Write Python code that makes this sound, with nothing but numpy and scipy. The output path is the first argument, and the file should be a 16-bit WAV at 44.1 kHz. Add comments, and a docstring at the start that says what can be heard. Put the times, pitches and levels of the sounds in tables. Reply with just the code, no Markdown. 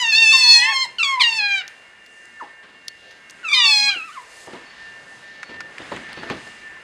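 """Two otters squealing in a pen

Two otters squeal in turn and over each other: wavering partials with breath, echoed by nearby walls.
Behind them are hiss from filtered noise, a far frog chorus of drifting tones, and thin far peeps.
Noise bursts make twigs tick and camera parts clack; grainy noise makes grass rustle.
Hands knock the camera body, which rings in decaying tones, and rub it with more grainy noise."""
import sys
import numpy as np
from scipy import signal
from scipy.fft import rfft, irfft
from scipy.io import wavfile
from scipy.ndimage import uniform_filter1d

SR = 44100
rng = np.random.default_rng(int(sys.argv[2]) if len(sys.argv) > 2 else 0)


def master_out(mix):
    """Clip the mix to full scale and print it as 16-bit PCM to the path in sys.argv[1]."""
    frames = np.transpose(np.atleast_2d(mix))
    ceiling = np.clip(frames, -1, 1)
    pcm = np.round(ceiling * 32767).astype(np.int16)
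    wavfile.write(sys.argv[1], SR, pcm)


N = 301552  # length in samples


def undb(db):
    """Turns dB into a plain multiplier."""
    return 10 ** (np.asarray(db) / 20)


def level(x, db):
    """Sets the average (RMS) level of x in dB."""
    return x * undb(db) / np.sqrt(np.mean(x ** 2))


def band(x, lo_hz, hi_hz):
    """Second-order band-pass: keeps the sound between two pitches."""
    edges = [lo_hz, min(hi_hz, .45 * SR)]
    return signal.sosfilt(signal.butter(2, edges, "band", fs=SR, output="sos"), x)


def colour(table, hz):
    """Reads a curve of (Hz, dB) points on a log pitch axis."""
    points_hz, points_db = np.transpose(table)
    return np.interp(np.log(np.maximum(hz, 1)), np.log(points_hz), points_db)


def walk(rate, size=N):
    """Random wandering around zero: values held for 1 / rate seconds, then smoothed twice."""
    hold = int(SR / rate)
    steps = np.repeat(rng.standard_normal(size // hold + 1), hold)
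    return uniform_filter1d(uniform_filter1d(steps, hold), hold)[:size]


def add(out, s, x):
    """Mixes x into out from time s in seconds."""
    i = int(s * SR)
    out[i:i + len(x)] += x[:len(out) - i]


# Colour of the outdoor hiss. Each row: pitch in Hz, relative level in dB per Hz.
AIR_COLOUR = [(20, -25), (110, -17), (180, -14), (900, -13.5), (1350, -13.5), (1800, -7), (2400, -13.5),
              (2800, -13), (3100, -17), (5200, -21.5), (9500, -30.5), (11000, -40), (12500, -50),
              (16000, -66)]
# Slow rise and fall of the hiss. Each row: time in seconds, level change in dB.
AIR_SWELL_CURVE = [(0, 4), (1.7, 1), (2.5, -2), (3.4, 2.5), (4.0, -1), (4.46, 3.5), (4.5, 4.5), (5.3, 2.5),
                   (6.2, 7), (6.84, 3)]


def air():
    """Outdoor hiss: coloured noise in overlapping octave bands, each flickering by itself."""
    hz = np.fft.rfftfreq(N, 1 / SR)
    spectrum = rfft(rng.standard_normal(N)) * undb(colour(AIR_COLOUR, hz))
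    hiss = 0
    for octave in np.arange(4, 15):  # band centres are powers of two in Hz
        share = np.clip(1 - np.abs(np.log2(hz + 1) - octave), 0, 1)
        hiss = hiss + irfft(spectrum * share, N) * undb(3.3 * walk(6.3))
    swell_db = np.interp(np.arange(N) / SR, *np.transpose(AIR_SWELL_CURVE))
    return level(hiss, -48.0) * undb(swell_db)


# Lines of the far frog chorus. Each row: pitch in Hz, middle level in dB.
# The strongest row takes its level from the bouts below instead.
CHORUS_LINES = [(1416, -65), (1599, -59), (1787, -48), (1981, -58), (2169, -59), (2363, -65), (2783, -57),
                (2845, -63)]
# Bouts of the nearest caller. Each row: middle in seconds, length in seconds, peak in dB before flicker.
NEAREST_BOUTS = [(0.947, 0.059, -57), (1.685, 0.15, -43.5), (2.012, .06, -50), (2.222, 0.28, -45),
                 (2.395, 0.13, -41.5), (2.524, 0.21, -44), (2.774, 0.059, -48), (2.897, .1, -46),
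                 (3.126, 0.16, -49), (4.446, 0.29, -47), (4.64, 0.24, -46.5), (4.883, 0.29, -39),
                 (5.124, 0.13, -42.5), (5.292, 0.15, -41.5), (5.4, 0.1, -42.5), (5.595, 0.21, -36.5),
                 (5.815, 0.064, -43), (6.082, 0.26, -41), (6.284, 0.18, -40), (6.493, 0.2, -44),
                 (6.7, 0.21, -39)]
BOUT_EDGE_DB, BOUT_REST_DB = -7.5, -54.5  # change at both ends of a bout; level between bouts


def chorus():
    """Far frogs: drifting pure tones that swell and fade, the strongest one in timed bouts."""
    t = np.arange(N) / SR
    near_db = np.full(N, float(BOUT_REST_DB))
    for s, length, db in NEAREST_BOUTS:
        near_db = np.maximum(near_db, db + BOUT_EDGE_DB * (2 * (t - s) / length) ** 2)
    loudest = max(db for _, db in CHORUS_LINES)
    out = 0
    for hz, db in CHORUS_LINES:
        drift = np.cumsum(13 * walk(50)) / SR  # pitch wander of some Hz, added up into cycles
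        line_db = db + 6 * np.tanh(2 * walk(13)) - 1
        if db == loudest:
            line_db = near_db + 3 * walk(60)
        out = out + np.sqrt(2) * undb(line_db) * np.sin(2 * np.pi * (hz * t + drift))
    return out


# Far peeps. Each row: start in seconds, pitch in Hz, peak level in dB before flicker, length in seconds.
FAR_PEEPS = [(2.877, 4400, -49, 0.044), (4.655, 4440, -49, 0.075), (5.43, 4400, -50, 0.09),
             (6.138, 4470, -48, 0.092), (6.582, 2320, -50.5, 0.073), (6.765, 1060, -42.5, 0.015)]


def peeps():
    """Short thin notes from far off: pure tones with rounded ends and a flickering level."""
    out = np.zeros(N)
    for s, hz, db, length in FAR_PEEPS:
        t = np.arange(int(length * SR)) / SR
        swell = np.sin(np.pi * t / length) ** .5
        flicker = undb(3.5 * walk(246, size=len(t)))
        add(out, s, undb(db) * swell * flicker * np.sin(2 * np.pi * hz * t))
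    return out


def brushing(table, lo_hz, hi_hz, grain_db):
    """Friction: band-limited noise with a grainy flicker that follows a level curve."""
    s, db = np.transpose(table)
    t = np.arange(s[0], s[-1], 1 / SR)
    grains = rng.standard_normal(len(t)) * undb(grain_db * walk(150, size=len(t)))
    scrape = band(band(grains, lo_hz, hi_hz), lo_hz / 2, hi_hz)
    return level(scrape, 0) * undb(np.interp(t, s, db))


# Twigs and stems snapping. Each row: start in seconds, peak level in dB, centre pitch in Hz,
# time to die away by 60 dB in seconds.
TWIG_TICKS = [(1.679, -18.5, 4700, 0.014), (2.0424, -49.5, 4330, 0.014), (2.0623, -35, 4440, 0.018),
              (2.2547, -39, 6100, 0.015), (2.8817, -13, 4330, 0.015), (3.1102, -33.5, 4430, 0.039),
              (3.1213, -39.5, 4110, 0.014), (3.2974, -29.5, 4930, 0.027), (3.3084, -27.5, 6100, 0.0116),
              (6.13, -23.5, 3540, 0.012), (6.475, -34, 4220, 0.016)]
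# Small clacks of camera parts. Each row: start in seconds, peak level in dB, centre pitch in Hz,
# time to die away by 60 dB in seconds.
CAMERA_CLACKS = [(4.533, -34.5, 1757, 0.027), (5.426, -39.5, 2040, 0.0157), (5.4304, -19, 1750, 0.032),
                 (5.6051, -20, 1740, 0.029), (5.782, -19, 2020, 0.026), (5.92, -24, 1240, 0.024),
                 (5.963, -22, 2490, 0.019), (5.9692, -23, 1514, 0.03), (6.231, -22.5, 1250, 0.041),
                 (6.291, -23, 1800, 0.012), (6.2996, -13.5, 1720, 0.022)]
# Bodies brushing through stems, one table a rustle. Each row: time in seconds, level in dB.
GRASS_RUSTLES = [
    [(1.68, -58.5), (1.8, -66.5), (2.0, -85)],
    [(3.93, -48), (4.03, -53), (4.15, -52), (4.25, -57.5), (4.38, -48), (4.46, -48), (4.475, -53)],
]
SNAP_DB, SNAP_S = 3, 0.00041  # extra level at the first crack, and how fast it fades


def ticks():
    """Snaps and clacks: noise bursts with a sharp first crack; grass rustles as friction noise."""
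    out, t = np.zeros(N), np.arange(4000) / SR
    for s, db, hz, t60 in TWIG_TICKS + CAMERA_CLACKS:
        fade_db = SNAP_DB * np.exp(-t / SNAP_S) - 60 * t / max(t60, .004)
        burst = rng.standard_normal(len(t)) * undb(fade_db)
        body = band(band(burst, hz / 1.39, hz * 1.58), hz / 3.9, hz * 1.69)
        bright = band(band(burst, hz, 2.8 * hz), hz / 2, 10000)
        snap = body + 0.26 * bright
        add(out, s, snap * undb(db) / np.abs(snap).max())
    for table in GRASS_RUSTLES:
        add(out, table[0][0], brushing(table, 3600, 9900, grain_db=1.5))
    return out


# Blows on the camera body. Each row: start in seconds, peak level in dB,
# time for the push to die away by 60 dB in seconds.
BODY_KNOCKS = [(2.42, -33.5, 0.23), (3.959, -31, 0.3), (4.471, -27, 0.25), (4.534, -25, 0.25),
               (4.598, -40, 0.36), (5.493, -33.5, 0.34), (5.8, -28, 0.14), (5.918, -19, 0.12),
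               (5.969, -32, 0.33), (6.174, -36, 0.25), (6.229, -27, 0.66), (6.3, -18.5, 0.2),
               (6.468, -32, 0.065)]
# Ringing tones of the camera body. Each row: pitch in Hz, relative level in dB,
# time to die away by 60 dB in seconds.
BODY_MODES = [(255, -30, 0.013), (367, 8.5, 0.015), (526, 2, 0.017), (690, 1, 0.035), (999, -10, 0.09)]
# Hands shifting on the casing. Each row: time of full grip in seconds, finger scrape level in dB,
# low palm rub level in dB, time to die away by 60 dB in seconds.
HAND_GRIPS = [(2.429, -51, -81, 1.7), (2.629, -49, -74, 1.4), (4.474, -62, -51, 0.83),
              (4.532, -39.5, -66, 0.24), (5.493, -41, -45.5, 0.76), (5.795, -41.5, -45, 1.2),
              (5.916, -37, -36.5, 0.54), (6.09, -40.5, -48.5, 1.6), (6.175, -41, -37.5, 0.55),
              (6.231, -42, -64, 0.34), (6.301, -33, -33, 0.41), (6.469, -51, -48, .25)]
GRIP_ATTACK_S = 0.0055


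def grip_curve(s, db, t60):
    """Level curve of one grip: a quick rise, then a steady fall in dB."""
    return [(s - GRIP_ATTACK_S, db - 20), (s, db), (s + t60, db - 60)]


def handling():
    """Knocks: noisy pushes make the camera body ring; grips: finger scrapes and palm rubs fade away."""
    t = np.arange(12000) / SR
    ring = sum(undb(db - 60 * t / t60) * np.sin(2 * np.pi * hz * t) for hz, db, t60 in BODY_MODES)
    out = np.zeros(N)
    for s, db, t60 in BODY_KNOCKS:
        push = band(rng.standard_normal(len(t)) * undb(-60 * t / max(t60, .01)), 234.0, 1030)
        ringing = signal.fftconvolve(push, ring)[:len(t)]
        blow = level(ringing, 0) + level(push, 5.8)
        add(out, s, blow * undb(db) / np.abs(blow).max())
    for s, scrape_db, rub_db, t60 in HAND_GRIPS:
        scrape = brushing(grip_curve(s, scrape_db, t60), 170, 4070, grain_db=3.5)
        rub = brushing(grip_curve(s, rub_db, t60), 72, 466, grain_db=3.0)
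        add(out, s - GRIP_ATTACK_S, scrape + rub)
    return out


TOP_HZ = 15800  # partials stop here, and so does the microphone
END_SAG, END_SAG_S = .08, 0.0081  # share of the pitch lost as the breath runs out, and how quickly
JITTER = .0025  # fast random waver, as a share of the pitch
SHIMMER_DB, RASP_DB = 3.5, 3.0  # slow and fast flicker of the partials, scaled by partial number
# Effort tilts the voice about the pivot, but no further above the tilt top.
PIVOT_HZ, TILT_TOP_HZ = 2500, 8920
MOUTH_HZ, MOUTH_OCTAVES = 4060, 0.48  # centre and spread of the band that the mouth lifts or lowers
SHADOW_HZ, SHADOW_DB = 3900, -41  # a faint tone follows the fifth partial, this far below it
BREATH_DB, AIRY_DB = -32, -41  # breath under the voice, and thin breath among the high partials
ONSET_DB, ONSET_S = 14, 0.018  # extra breath as the vocal folds catch, and how fast it fades


def squeal(table, quaver, throat):
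    """Partials of an unsteady pitch, coloured by throat and mouth, plus breath that bursts at the start."""
    s, *controls = np.transpose(table)
    t = np.arange(s[0], s[-1], 1 / SR)
    hz, first_db, level_db, tilt_db, mouth_db = (np.interp(t, s, c) for c in controls)
    steady = hz * (1 - END_SAG * np.exp((t - s[-1]) / END_SAG_S))
    hz = steady * (1 + quaver * walk(55, size=len(t)) + JITTER * walk(300, size=len(t)))
    phase = 2 * np.pi * np.cumsum(hz) / SR
    voice = np.zeros(len(t))
    for k in range(1, 19):
        partial_hz = k * steady
        effort_db = tilt_db * np.log2(np.minimum(partial_hz, TILT_TOP_HZ) / PIVOT_HZ)
        mouth_shape = np.exp(-(np.log2(partial_hz / MOUTH_HZ) / MOUTH_OCTAVES) ** 2)
        db = level_db + colour(throat, partial_hz) + effort_db + mouth_db * mouth_shape
        if k == 1:
            db = first_db  # the fundamental has its own level
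        if k == 5:
            shadow = np.sin(5 * phase - 2 * np.pi * SHADOW_HZ * t)
            voice += np.sqrt(2) * undb(db + SHADOW_DB) * shadow
        shimmer = min(k / 6, 1) * SHIMMER_DB * walk(35, size=len(t))
        rasp = min((k / 7) ** 2, 1.6) * RASP_DB * walk(350, size=len(t))
        gain = np.sqrt(2) * undb(db + shimmer + rasp) * (k * hz < TOP_HZ)
        voice += gain * np.sin(k * phase + k ** 2)  # k ** 2 spreads the starting phases
    loud = np.sqrt(uniform_filter1d(voice ** 2, size=400))
    breath_db = BREATH_DB + ONSET_DB * np.exp((s[0] - t) / ONSET_S)
    breath = level(band(rng.standard_normal(len(t)), 1800, 6000), 0)
    voice += loud * undb(breath_db) * breath
    airy = band(band(rng.standard_normal(len(t)), 5000, 9000), 4500, 11000)
    voice += loud * level(airy, AIRY_DB)
    return voice * np.clip(np.minimum((t - s[0]) / 0.00091, (s[-1] - t) / 0.0014), 0, 1)


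# One table a squeal. Each row: time in seconds, pitch in Hz, fundamental level in dB,
# overtone level in dB, effort as a tilt in dB per octave, mouth resonance in dB.
SQUEAL_TABLES = [
    [(0.0, 998, -42, -12.5, 1.5, -21), (0.024, 985, -24.5, -13, 2, -11),
     (0.052, 925, -31.0, -13, -2, -11.5), (0.116, 883, -58, -19, 3.5, -7), (0.128, 849, -43, -14, 5, -8),
     (0.188, 912, -42.5, -13.5, 2, -3), (0.24, 896.4, -38, -11.5, 2, -11.5),
     (0.292, 869, -43, -13.5, 5, -4.5), (0.36, 901, -44.0, -12, 6.5, -8.5), (0.436, 856, -48, -21, 8.5, 1),
     (0.512, 876.8, -42, -20.5, 12, 5.5), (0.612, 826.7, -36, -21, 8, -3), (0.688, 901, -31, -20, -27, 3),
     (0.732, 862, -30, -30.5, -12, 9)],
    [(0.31, 1340, -48, -32, 10, -3), (0.336, 1063, -23.5, -50, -6, 5), (0.418, 999, -36, -44, 8, 1),
     (0.49, 957, -27, -48, 5.5, -3.0), (0.574, 937.5, -31.5, -41.5, -3, -8.5),
     (0.637, 999, -36, -29.5, 4.5, 0), (0.715, 1110, -25.5, -37.5, 5.5, 9.5),
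     (0.739, 1070, -30.5, -35, 8.5, 4.5), (0.829, 1050, -33.5, -34.0, 4.5, 20),
     (0.859, 967, -30, -50, 11.5, -8)],
    [(0.984, 1523, -39, -23, -11.5, 11.5), (1.0, 1340, -28.5, -13, -8, -7),
     (1.024, 1330, -31, -4.5, -16, -20), (1.028, 1237, -36, -19.5, -4.5, -5.5),
     (1.044, 1131, -29.5, -33.5, 5.5, 9), (1.1, 1092, -24.5, -29, 2.5, -3.5),
     (1.16, 1039, -25.5, -37.5, 0.0, -0.5), (1.18, 994, -18.5, -60, -7, -2),
     (1.208, 1008, -24.5, -44, 11, 9), (1.228, 960, -31, -35, 10, 0)],
    [(1.197, 1278, -36, -20.5, -8, 0.5), (1.217, 1057, -28, -5.5, -1, -6.5),
     (1.241, 948.6, -38, -7, -4, -4), (1.285, 928, -34.5, -18, 3, -11.5),
     (1.337, 893, -42, -25.5, 5.5, -4.5), (1.377, 886, -37, -21, 4, -9),
     (1.405, 832, -37.5, -21.5, -3.5, 0.5), (1.469, 813, -40.5, -18.5, -6.0, -5),
     (1.533, 798, -40, -15.5, -4, -16.0), (1.581, 773.4, -38, -20, -0.5, -7),
     (1.621, 732, -52.5, -32.5, -4.5, -4.5)],
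    [(2.398, 1552, -40, -63.5, -5, -5.0), (2.415, 1019, -29, -59.5, -11, -2.5),
     (2.429, 860, -35, -64, -16, -11), (2.458, 790, -50.5, -75.5, -6.5, -10.5)],
    [(3.43, 1533, -42, -54, -6.0, -8), (3.451, 1336, -30, -20, -14, -11), (3.475, 1308, -38, -25, -8, -14),
     (3.496, 1156, -43.5, -31.5, 2, -4), (3.55, 1191, -48, -21, -0.5, 3),
     (3.574, 1230, -35, -26.0, -10, 18), (3.643, 1149, -26.5, -35, 4.5, 19),
     (3.814, 1093, -55, -40.5, 9.5, -4), (3.889, 1112, -35.5, -32.5, 4, -14),
     (3.931, 1638, -47.5, -21, -20, -6.5), (3.961, 1410, -38, -18.5, -21, -9.5),
     (4.021, 1275, -39.5, -30, -11, -15), (4.069, 1347, -41, -36.5, -9, -9),
     (4.099, 1153, -35.5, -53, -3, -1), (4.135, 1544, -49, -45, -6.0, -3), (4.18, 1040, -30, -55, -6.0, -1),
     (4.219, 968, -48, -75, -4, -5.0)],
    [(3.515, 1250, -26.5, -26.5, 8, 5), (3.527, 1184, -36, -14.5, -6, -18),
     (3.547, 1034, -36.5, -13, -0.5, -5), (3.587, 1004, -28, -8.5, 2, -17),
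     (3.611, 969, -34.5, -9.5, -1.5, -8.0), (3.663, 889, -38, -20, 5.5, 4),
     (3.703, 871.3, -32.5, -21, 9.5, -1), (3.755, 839.5, -34, -22, 8.5, 0.5),
     (3.811, 823.8, -37.5, -19, 5, 2.5), (3.839, 830, -39, -20, 5, 6.5), (3.903, 814.3, -41, -17.5, 0, 0),
     (3.951, 760, -42.5, -25, -3, -25)],
]
# Slow waver of each squeal, as a share of its pitch.
SQUEAL_QUAVERS = [.013, .007, .005, .003, .004, .009, .005]
# Which otter gives each squeal, 0 or 1.
SQUEAL_SINGERS = [0, 1, 1, 0, 1, 1, 0]
# Throat colour of the overtones, one table an otter. Each row: pitch in Hz, level change in dB.
OTTER_THROATS = [
    [(1400, -9.5), (2000, -13), (2600, 1.5), (3300, -7), (4200, -1.0), (5200, -15.5), (6300, -23),
     (8000, -35), (10000, -46.5), (12500, -59), (16000, -61)],
    [(1400, 10), (2000, 15), (2600, -2), (3300, 1.5), (4200, -6), (5200, -8.5), (6300, -16.5),
     (8000, -19.5), (10000, -36.5), (12500, -49), (16000, -40)],
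]
# Brief drops and surges in the squeals' level. Each row: middle in seconds, level change in dB.
LEVEL_BUMPS = [(.999, -1), (1.026, -9), (1.033, 9), (1.2095, 5.5), (1.217, 0), (1.231, -14.5), (3.489, 8.5),
               (3.492, -2), (3.519, -2), (3.534, 7), (3.54, 2)]
BUMP_S = 0.0034  # how far a bump spreads to each side
# Echoes from ground, shrubs and the nearest wall. Each row: delay in seconds, level in dB.
EARLY_ECHOES = [(.0047, -20), (.0083, -21.5), (0.0122, -8.5)]
# Build-up of the scattered echo, its 60 dB die-away times, and its level in dB.
WALL_S, WALL_T60_S, LEAF_T60_S, WALL_DB = 0.013, 0.44, 0.25, -15  # leaves soak up the treble sooner


def otters():
    """Squeals with brief level changes, then near echoes and a scattered noise echo from the pen walls."""
    dry = np.zeros(N)
    for table, quaver, who in zip(SQUEAL_TABLES, SQUEAL_QUAVERS, SQUEAL_SINGERS):
        add(dry, table[0][0], squeal(table, quaver, OTTER_THROATS[who]))
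    clock = np.arange(N) / SR
    bump_db = sum(db * np.exp(-((clock - s) / BUMP_S) ** 2) for s, db in LEVEL_BUMPS)
    dry = dry * undb(bump_db)
    t = np.arange(SR) / SR
    echo = band(rng.standard_normal(SR), 800, 2200) * undb(-60 * t / WALL_T60_S)
    echo += band(rng.standard_normal(SR), 3200, 15000) * undb(-60 * t / LEAF_T60_S)
    echo *= np.clip(t / WALL_S, 0, 1)
    echo /= np.sqrt(np.sum(echo ** 2))
    out = dry + undb(WALL_DB) * signal.fftconvolve(dry, echo)[:N]
    for late, db in EARLY_ECHOES:
        add(out, late, undb(db) * dry)
    return out


def scene():
    """Adds all the layers into one channel."""
    return (air() + chorus() + peeps() + ticks() + handling() + otters())[None]


MIC_BEND = 0.034
MIC_NOTCH_HZ, MIC_NOTCH_Q = 5650.5, 21.4


def record(dry):
    """The microphone bends loud waves, so voices make difference tones; its port has a notch; the top is cut."""
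    bent = dry + MIC_BEND * (dry ** 2 - uniform_filter1d(dry ** 2, size=300))
    notched = signal.lfilter(*signal.iirnotch(MIC_NOTCH_HZ, MIC_NOTCH_Q, fs=SR), bent)
    heard = 0.17 * bent + 0.7 * notched  # the unfiltered share keeps the notch shallow
    return signal.sosfilt(signal.ellip(10, .2, 80, TOP_HZ, fs=SR, output="sos"), heard)


dry = scene()
out = record(dry)
master_out(out)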